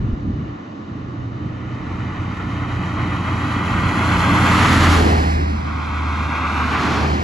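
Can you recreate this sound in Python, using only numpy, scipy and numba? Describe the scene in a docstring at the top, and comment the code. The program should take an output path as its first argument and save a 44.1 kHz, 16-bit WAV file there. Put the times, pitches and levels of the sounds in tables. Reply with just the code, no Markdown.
"""Truck and car pass a phone by the road

A box truck and then an estate car come from ahead, pass a phone on the verge of a highway and drive away behind.
Tyre roar and hiss are shaped noise; the truck's boom pulses once a wheel turn. Its exhaust is a stack of
sine waves whose pitch drops as it goes by. Gusts of low noise buffet the phone and short swings jolt it.
A far vehicle reaches the two ports out of step, with gliding notches; a near one is a broad wall of noise."""
import sys
import numpy as np
from scipy import signal
from scipy.fft import rfft, irfft, next_fast_len
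from scipy.io import wavfile
from scipy.ndimage import map_coordinates
from numba import njit

SR = 44100
rng = np.random.default_rng(int(sys.argv[2]) if len(sys.argv) > 2 else 0)


def unload_audio(sound):
    """Save the sound as a 16-bit wav file, at the path given as the first command line argument."""
    columns = np.transpose(np.atleast_2d(sound))
    # keep every value between -1 and 1, then stretch to whole-number steps
    steps = np.round(np.clip(columns, -1, 1) * 32767)
    wavfile.write(sys.argv[1], SR, steps.astype(np.int16))


N = 318843
T = np.arange(N) / SR  # time of every sample, s


def undb(db):
    """Turn decibels into a gain."""
    return 10 ** (np.asarray(db) / 20)


def unit(x):
    """Scale to an rms of 1."""
    return x / np.sqrt(np.mean(x ** 2))


def noise(spectrum, channels=5):
    """Unrelated noises, together of rms 1, following a spectrum table and falling steeply beyond its ends."""
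    size = next_fast_len(N)
    hz, db = np.transpose(spectrum)
    log_hz = np.log(np.maximum(np.fft.rfftfreq(size, 1 / SR), 1))
    beyond = log_hz - np.clip(log_hz, np.log(hz[0]), np.log(hz[-1]))
    gain = undb(np.interp(log_hz, np.log(hz), db))
    gain = gain * np.exp(-4 * np.abs(beyond))  # about 24 dB per octave
    white = rng.standard_normal((channels, size))
    return unit(irfft(rfft(white) * gain, size)[:, :N])


def walk(rate):
    """A smooth random wander of spread near 1, with a new target rate times a second."""
    knots = rng.standard_normal(1024)
    return map_coordinates(knots, [T * rate], order=3, mode="wrap")


def rise(centre_s, length_s):
    """A smooth step from 0 to 1."""
    return (1 + np.tanh((T - centre_s) / length_s)) / 2


def swell(centre_s, length_s):
    """A bell-shaped swell from 0 to 1 and back."""
    return np.exp(-((T - centre_s) / length_s) ** 2)


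# How each vehicle drives by: abreast_s, speed_m_per_s, distance_m,
# glide_sine (sine of the angle to the road at which its notches glide)
TRUCK_PATH = (4.78, 30, 6.5, .26)
CAR_PATH = (6.89, 25.7, 4, .5)


def position(path):
    """Range in m on a straight road, and bearing: -1 far ahead, 0 abreast, 1 far behind."""
    abreast_s, speed, distance, _ = path
    along = speed * (T - abreast_s)
    metres = np.hypot(along, distance)
    return metres, along / metres


def passing(path, db, loudest_s, breadth_m, ahead_db, behind_db):
    """A passing source fades with range, at one rate to the front and another to the rear."""
    along = path[1] * (T - loudest_s)
    loss_db = np.where(along < 0, ahead_db, behind_db)
    return undb(db - loss_db * np.log10(np.hypot(1, along / breadth_m)))


# The truck comes over a crest: boom first, then slipstream, tyres and a slow-rising exhaust;
# for each part: centre_s, rise_length_s
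CREST = {"boom": (0.95, .14), "exhaust": (1.9, .8), "slipstream": (1.4, .25), "tyres": (1.75, .25)}


def over_crest(part):
    """A part of the truck's sound grows as it clears the crest."""
    return np.sqrt(rise(*CREST[part]))


@njit
def band(x, hz, width):
    """A resonant band-pass filter with a moving centre, gain 1 there."""
    y, b, l = np.empty(len(x)), 0., 0.  # b and l hold the filter's band and low states
    for i in range(len(x)):
        g, k = np.tan(np.pi * hz[i] / SR), width / hz[i]
        v = (b + g * (x[i] - l)) / (1 + g * (g + k))
        b, l, y[i] = 2 * v - b, l + 2 * g * v, k * v
    return y


# Where the far port runs half a cycle behind the near one: far_away_hz, close_by_hz, width_hz
TRUCK_TURNS = [(1540, 1830, 280), (2620, 2920, 150), (3170, 3830, 240), (4170, 4700, 160),
               (4800, 5450, 260), (5450, 6200, 150)]
CAR_TURNS = [(1740, 1830, 340), (2680, 3330, 300), (3480, 4400, 130), (4250, 5000, 110), (4950, 5900, 130)]


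def turned(x, turns, nearness):
    """At the far port sound is equally loud, but a whole cycle later past each turn."""
    for far_hz, near_hz, width in turns:
        x = x - 2 * band(x, far_hz + (near_hz - far_hz) * nearness, float(width))
    return x


# Notches cut by the reflection off the road: far_away_hz, close_by_hz, width_hz, depth_db
TRUCK_NOTCHES = [(2150, 2400, 160, -3), (3170, 3830, 200, -9), (4170, 4700, 220, -14),
                 (4730, 5600, 400, -6)]
CAR_NOTCHES = [(1740, 1830, 200, -5), (2680, 3330, 300, -6), (4250, 5000, 330, -12), (5100, 5900, 400, -5),
               (6250, 7200, 450, -9)]


def notched(x, notches, nearness):
    """The road's reflection weakens narrow bands that glide up as the vehicle nears."""
    for far_hz, near_hz, width, db in notches:
        x = x - (1 - undb(db)) * band(x, far_hz + (near_hz - far_hz) * nearness, float(width))
    return x


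# How far the left port lags for sound from behind: frequency_hz, just_behind_radians, far_behind_radians
REAR_LAG = [(0, 0, 0), (200, .3, .4), (400, 1.4, 2.2), (560, 1.9, 2.9), (750, 2.1, 3.14), (1200, 2.5, 3.2),
            (1550, 3.9, 3.5), (2100, 4.7, 4.8), (2600, 4.7, 4.5), (3000, 5.6, 3.1), (3600, 4.1, 4),
            (4500, 6, 6.3), (5500, 7.4, 7.9), (6600, 7.4, 8.6), (7500, 6.3, 6.3)]


def lagged(x, farness):
    """Sound from behind bends round the phone, shifting the left port's phase by an amount set by range."""
    hz, s, frames = signal.stft(x, SR, nperseg=1024)
    points, near, far = np.transpose(REAR_LAG)
    near = np.interp(hz, points, near)[:, None]
    far = np.interp(hz, points, far)[:, None]
    lag = near + (far - near) * np.interp(s, T, farness)
    return signal.istft(frames * np.exp(-1j * lag), SR)[1][:N]


# Band in which a broad source differs between the ports: low_hz, high_hz
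BROAD_SIDE_HZ = (1300, 4500)


def ports(x, path, scatter_db, turns=(), notches=(), broad_side_db=-6.5, scatter_top_hz=2200):
    """Noises to two ports: a point source ahead or behind, a broad one abreast, and dull verge scatter."""
    broad_span, rear_span = 1.05, 2.7  # reach of the broad and the near-behind sound, in passing distances
    metres, bearing = position(path)
    _, _, distance, glide_sine = path
    nearness = np.tanh(distance / metres / glide_sine)
    farness = 1 - np.exp(-(metres / distance / rear_span) ** 4)
    ahead = notched(x[0], notches, nearness)
    behind = lagged(x[0], farness)
    point = np.where(bearing < 0, [ahead, turned(ahead, turns, nearness)], [behind, x[0]])
    focus = 1 - 1 / (1 + (bearing * metres / distance / broad_span) ** 6)  # 0 abreast, 1 far off
    side = signal.sosfilt(signal.butter(2, BROAD_SIDE_HZ, "bandpass", fs=SR, output="sos"), x[4])
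    broad = x[1] + undb(broad_side_db) * np.array([side, -side])
    dull = signal.butter(4, scatter_top_hz, fs=SR, output="sos")
    scatter = undb(scatter_db) * signal.sosfilt(dull, x[2:4])
    return np.sqrt(focus) * point + np.sqrt(1 - focus) * broad + scatter


def alike(x, apart_db):
    """Mix one noise shared by both ports with a separate noise for each."""
    return (x[0] + undb(apart_db) * x[2:4]) / np.hypot(1, undb(apart_db))


def lean(x, right_db):
    """Make the right channel louder than the left."""
    return x * undb(np.array([[-right_db], [right_db]]) / 2)


# Tone of far tyre roar and of any tyre hiss: frequency_hz, level_db (relative, per Hz)
FAR_TREAD = [(250, -16), (560, -6), (790, -13), (960, -5), (1120, 1), (1400, -3.5), (1700, -6.5),
             (1950, -8.5), (2300, -15), (2900, -13), (4000, -26)]
HISS = [(1800, -15.5), (3100, 5.5), (3700, 3.5), (4300, 4), (4800, -1), (5400, -3), (6100, -3.5),
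        (7000, -8), (8000, -19.5), (11000, -64)]


def far_traffic(tread_db=-44, hiss_db=-57, flutter_db=1.4):
    """Dull tyre noise far up the road, until the truck comes over the crest and covers it."""
    roar = noise(FAR_TREAD) * undb(tread_db + flutter_db * walk(14))
    tyres = roar + noise(HISS) * undb(hiss_db)
    heard = ports(tyres, TRUCK_PATH, scatter_db=-6, turns=TRUCK_TURNS, notches=TRUCK_NOTCHES, scatter_top_hz=6000)
    return heard * np.sqrt(1 - rise(*CREST["tyres"]))


# Tone of the roar behind a vehicle: frequency_hz, level_db (relative, per Hz)
REAR_ROAR = [(330, -4), (420, -3), (540, -4.5), (650, -1.5), (780, 0), (950, -2), (1300, -8.5),
             (1750, -8.5), (2100, -12.5), (2550, -14), (3200, -26), (4200, -24.5), (5300, -22), (6500, -38)]


def traffic_behind(db=-39.7, fade_db_per_s=.7, flutter_db=1.0, top_hz=2000):
    """A vehicle that went by earlier roars away behind the phone: dulled noise that slowly fades."""
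    dull = signal.butter(2, top_hz, fs=SR, output="sos")
    roar = signal.sosfilt(dull, noise(REAR_ROAR, channels=1)[0])
    roar = roar * undb(db - fade_db_per_s * T + flutter_db * walk(10))
    return np.array([lagged(roar, np.ones(N)), roar])


# Tone of deep wind and of the flutter in a gust: frequency_hz, level_db (relative, per Hz)
WIND = [(15, -22), (28, -22), (42, -6.5), (60, -2.5), (85, -5.5), (130, -14.5), (250, -24), (500, -49)]
FLUTTER = [(75, -5), (110, 0), (150, -7), (220, -7), (320, -14), (450, -26)]
# Gusts on the phone: centre_s, half_length_s, deep_buffeting_db, flutter_db
GUSTS = [(0.02, .08, -23.5, -24), (.15, .05, -32, -26), (.28, .07, -29, -24), (.44, .11, -33.5, -26.5),
         (1.45, .05, -37, -24), (5.04, .05, -22, -30), (5.4, .06, -30, -25), (7.2, .1, -35, -34)]


def wind(buffet_db=1.5):
    """Gusts and the truck's slipstream shake the phone with low noise, nearly alike at both ports."""
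    slipstream = passing(TRUCK_PATH, *TRUCK_PASS["slipstream"]) * over_crest("slipstream")
    deep = sum(undb(db) * swell(s, length) for s, length, db, _ in GUSTS)
    flutter = sum(undb(db) * swell(s, length) for s, length, _, db in GUSTS)
    air = noise(WIND) * np.hypot(slipstream, deep) + noise(FLUTTER) * flutter
    return alike(air, apart_db=-13.5) * undb(buffet_db * walk(14))


# Low thumps on the phone: start_s, pitch_hz, level_db, decay_s
THUMPS = [(0.127, 53.4, -11, 0.011), (0.284, 74, -16, .014), (0.387, 150, -17, .014)]


def thumps():
    """Each jolt of the phone is a quickly damped swing."""
    out = 0
    for start, hz, db, decay in THUMPS:
        age = np.maximum(T - start, 0)
        out = out + undb(db) * np.sin(2 * np.pi * hz * age) * np.exp(-age / decay)
    return out


# Tone of the very top of tyre hiss: frequency_hz, level_db (relative, per Hz)
SIZZLE = [(4000, -14), (5500, -4), (7400, 0), (10600, -4), (12000, -10)]


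def sizzle(path, db, loss_db_per_m):
    """The top of the tyre hiss dies away with range."""
    metres, _ = position(path)
    return noise(SIZZLE) * undb(db - loss_db_per_m * metres)


# The diesel as heard: time_s, firing_rate_hz
FIRING = [(0, 92), (1.5, 91), (2.6, 89.6), (3.6, 88.3), (4.55, 88), (4.8, 86.4), (4.95, 82.5), (5.1, 78.8),
          (5.3, 77.4), (6.6, 77.4), (7.23, 76)]


def firing_cycle():
    """Count the engine's firings by adding up the firing rate."""
    return np.cumsum(np.interp(T, *np.transpose(FIRING))) / SR


# Tone of the truck's boom, body and tyre roar: frequency_hz, level_db (relative, per Hz)
BOOM = [(55, -10.5), (80, -7.5), (108, 2.5), (135, -1.5), (165, -11.5)]
TRUCK_BODY = [(130, -6), (178, -1.5), (212, 0.5), (250, -2.5), (298, 0), (345, -6.5), (400, -13),
              (520, -18), (800, -21)]
TRUCK_TREAD = [(250, -21), (480, -14.5), (800, -7.2), (1000, -3.5), (1170, -.7), (1400, -3.8), (1650, -7.5),
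               (1950, -5.8), (2250, -10.5), (2900, -14.5), (4000, -27)]
# The front and rear tyres hiss past in turn: centre_s, half_length_s, extra_db
AXLES = [(4.68, .1, 1), (4.93, .08, 3.2)]
# How each truck sound swells and fades: peak_db, loudest_s, peak_breadth_m,
# ahead_loss_db and behind_loss_db (per tenfold range)
TRUCK_PASS = {"boom": (-25.3, 4.8, 6, 4.6, 16), "body": (-18.2, 4.79, 10, 13.8, 29),
              "tread": (-17, 4.6, 17, 24.6, 72), "hiss": (-29.6, 4.79, 16, 28.7, 84),
              "exhaust": (-14.1, 4.95, 4, 12.5, 11.2), "rear": (-21.4, 5.12, 8, 70, 35),
              "slipstream": (-22.8, 4.95, 6, 12, 24)}


def truck(cycle, thump=0.16, tread_thump=0.04, clatter=0.11, flutter_db=.8, heave_db=1.5):
    """Boom heaves with each wheel turn, diesel knock pulses the treble, moving air flutters the roar."""
    firings_per_wheel_turn = 12.4
    gain = {part: passing(TRUCK_PATH, *law) for part, law in TRUCK_PASS.items()}
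    wheel = np.cos(2 * np.pi * cycle / firings_per_wheel_turn)
    knock = 1 + clatter * np.cos(2 * np.pi * cycle)
    axles_db = sum(db * swell(s, length) for s, length, db in AXLES)
    boom = noise(BOOM) * (1 + thump * wheel) * gain["boom"]
    boom = boom * over_crest("boom") * undb(heave_db * walk(9))
    rumble = noise(TRUCK_BODY) * gain["body"]
    roar = noise(TRUCK_TREAD) * (1 + tread_thump * wheel) * gain["tread"]
    roar = roar * undb(axles_db + flutter_db * walk(22))
    treble = noise(HISS) + sizzle(TRUCK_PATH, db=-5.5, loss_db_per_m=.15)
    treble = treble * knock * gain["hiss"] * undb(axles_db + flutter_db * walk(30))
    low = lean(ports(boom + rumble, TRUCK_PATH, scatter_db=-14), right_db=1.7)
    tyres = ports(roar + treble, TRUCK_PATH, scatter_db=-12, turns=TRUCK_TURNS, notches=TRUCK_NOTCHES)
    behind = lean(ports(noise(REAR_ROAR) * gain["rear"], TRUCK_PATH, scatter_db=-23), right_db=3)
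    churned = alike(wake(5.056, 0.15, db=-20.5), apart_db=4)
    return low + tyres * over_crest("tyres") + behind + churned


# The exhaust's tones: multiple_of_firing_rate, front_level_db, rear_level_db
EXHAUST = [(1, 0, 0), (4 / 3, -2.5, -27.5), (2, -5, -19), (8 / 3, -15, -23), (2.8, -17, -18),
           (10 / 3, -11.5, -21.5)]
# The receding drone wavers: centre_s, half_length_s, change_db
DRONE_SWELLS = [(5.52, .08, 1.5), (5.76, .12, -3), (6.16, .1, 2.5), (6.38, .08, -2.5), (6.62, .09, 2.5),
                (6.82, .07, -4), (7.11, .1, 8)]


def exhaust(cycle, rough_db=1.68, wobble=0.13, waver_db=.4):
    """Firing note and wavering engine tones; from behind the tailpipe leaves an almost pure drone."""
    waver = waver_db * walk(8) + sum(db * swell(s, length) for s, length, db in DRONE_SWELLS)
    gain = passing(TRUCK_PATH, *TRUCK_PASS["exhaust"]) * over_crest("exhaust") * undb(waver)
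    rear = (1 + position(TRUCK_PATH)[1]) / 2  # 0 far ahead, 1 far behind
    out = 0
    for multiple, front_db, rear_db in EXHAUST:
        db = front_db + rear * (rear_db - front_db) + rough_db * (multiple - .5) * walk(12)
        phase = 2 * np.pi * multiple * cycle + wobble * multiple ** 2 * walk(9)
        out = out + undb(db) * np.sin(phase)
    return np.sqrt(2) * out * gain


# Tone of the air behind a vehicle: frequency_hz, level_db (relative, per Hz)
WAKE = [(220, -9), (340, -2), (420, 2.5), (560, -16), (760, -2.5), (1000, -23)]


def wake(centre_s, length_s, db):
    """Churned air and the rear tyres make a burst of noise just after a vehicle has gone by."""
    return noise(WAKE) * undb(db) * swell(centre_s, length_s)


# Tone of the car's body and tyre roar: frequency_hz, level_db (relative, per Hz)
CAR_BODY = [(60, -6), (130, 0.5), (180, -3.5), (235, 1), (285, -2), (350, -8), (520, -20.5), (800, -37)]
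CAR_TREAD = [(250, -17), (520, -17.5), (750, -10.5), (950, -4), (1150, 0), (1450, -4), (1850, -9.5),
             (2400, -10.5), (3000, -18), (4000, -29)]
# How each car sound swells and fades: peak_db, loudest_s, peak_breadth_m,
# ahead_loss_db and behind_loss_db (per tenfold range)
CAR_PASS = {"body": (-22, 7.0, 5, 15.5, 20), "tread": (-21.4, 6.72, 11, 14, 48),
            "hiss": (-34.2, 6.92, 3, 10, 15), "rear": (-25, 7.03, 5, 34, 21)}


def car(flutter_db=.8):
    """Smaller tyres sing as shaped noise, emerging from behind the truck; no engine is heard."""
    gain = {part: passing(CAR_PATH, *law) for part, law in CAR_PASS.items()}
    rumble = noise(CAR_BODY) * gain["body"]
    roar = noise(CAR_TREAD) * gain["tread"] * undb(flutter_db * walk(22))
    treble = noise(HISS) + sizzle(CAR_PATH, db=-12.5, loss_db_per_m=.12)
    treble = treble * gain["hiss"] * undb(flutter_db * walk(30))
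    low = lean(ports(rumble, CAR_PATH, scatter_db=-11), right_db=1.9)
    tyres = ports(roar + treble, CAR_PATH, scatter_db=-18, turns=CAR_TURNS, notches=CAR_NOTCHES)
    behind = ports(noise(REAR_ROAR) * gain["rear"], CAR_PATH, scatter_db=-12)
    churned = alike(wake(7.0, .28, db=-30), apart_db=0.0)
    return np.sqrt(rise(5.72, 0.17)) * (low + tyres + behind + churned)


def scene():
    """Add up far traffic ahead and behind, wind, thumps, truck and car at the two ports."""
    cycle = firing_cycle()
    background = far_traffic() + traffic_behind() + wind() + thumps()
    return background + truck(cycle) + exhaust(cycle) + car()


# The ports oppose each other in one treble band: frequency_hz, left_lag_half_cycles
PORT_PHASE = [(7500, 0), (8400, 1), (9600, 1), (10200, 2)]


def record(dry):
    """The phone favours the right port, opposes the ports in one band, rounds peaks and cuts the top."""
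    top_hz = 11800
    fade_in = np.minimum(T / .004, 1)
    left, right = lean(dry, right_db=0.26) * fade_in
    size = next_fast_len(N)
    half_cycles = np.interp(np.fft.rfftfreq(size, 1 / SR), *np.transpose(PORT_PHASE))
    left = irfft(rfft(left, size) * np.exp(-1j * np.pi * half_cycles), size)[:N]
    out = np.array([left, right])
    out = out / (1 + np.abs(out / .95) ** 6) ** (1 / 6)  # bends only the highest peaks
    return signal.sosfilt(signal.ellip(8, .2, 80, top_hz, fs=SR, output="sos"), out)


dry = scene()
out = record(dry)
unload_audio(out)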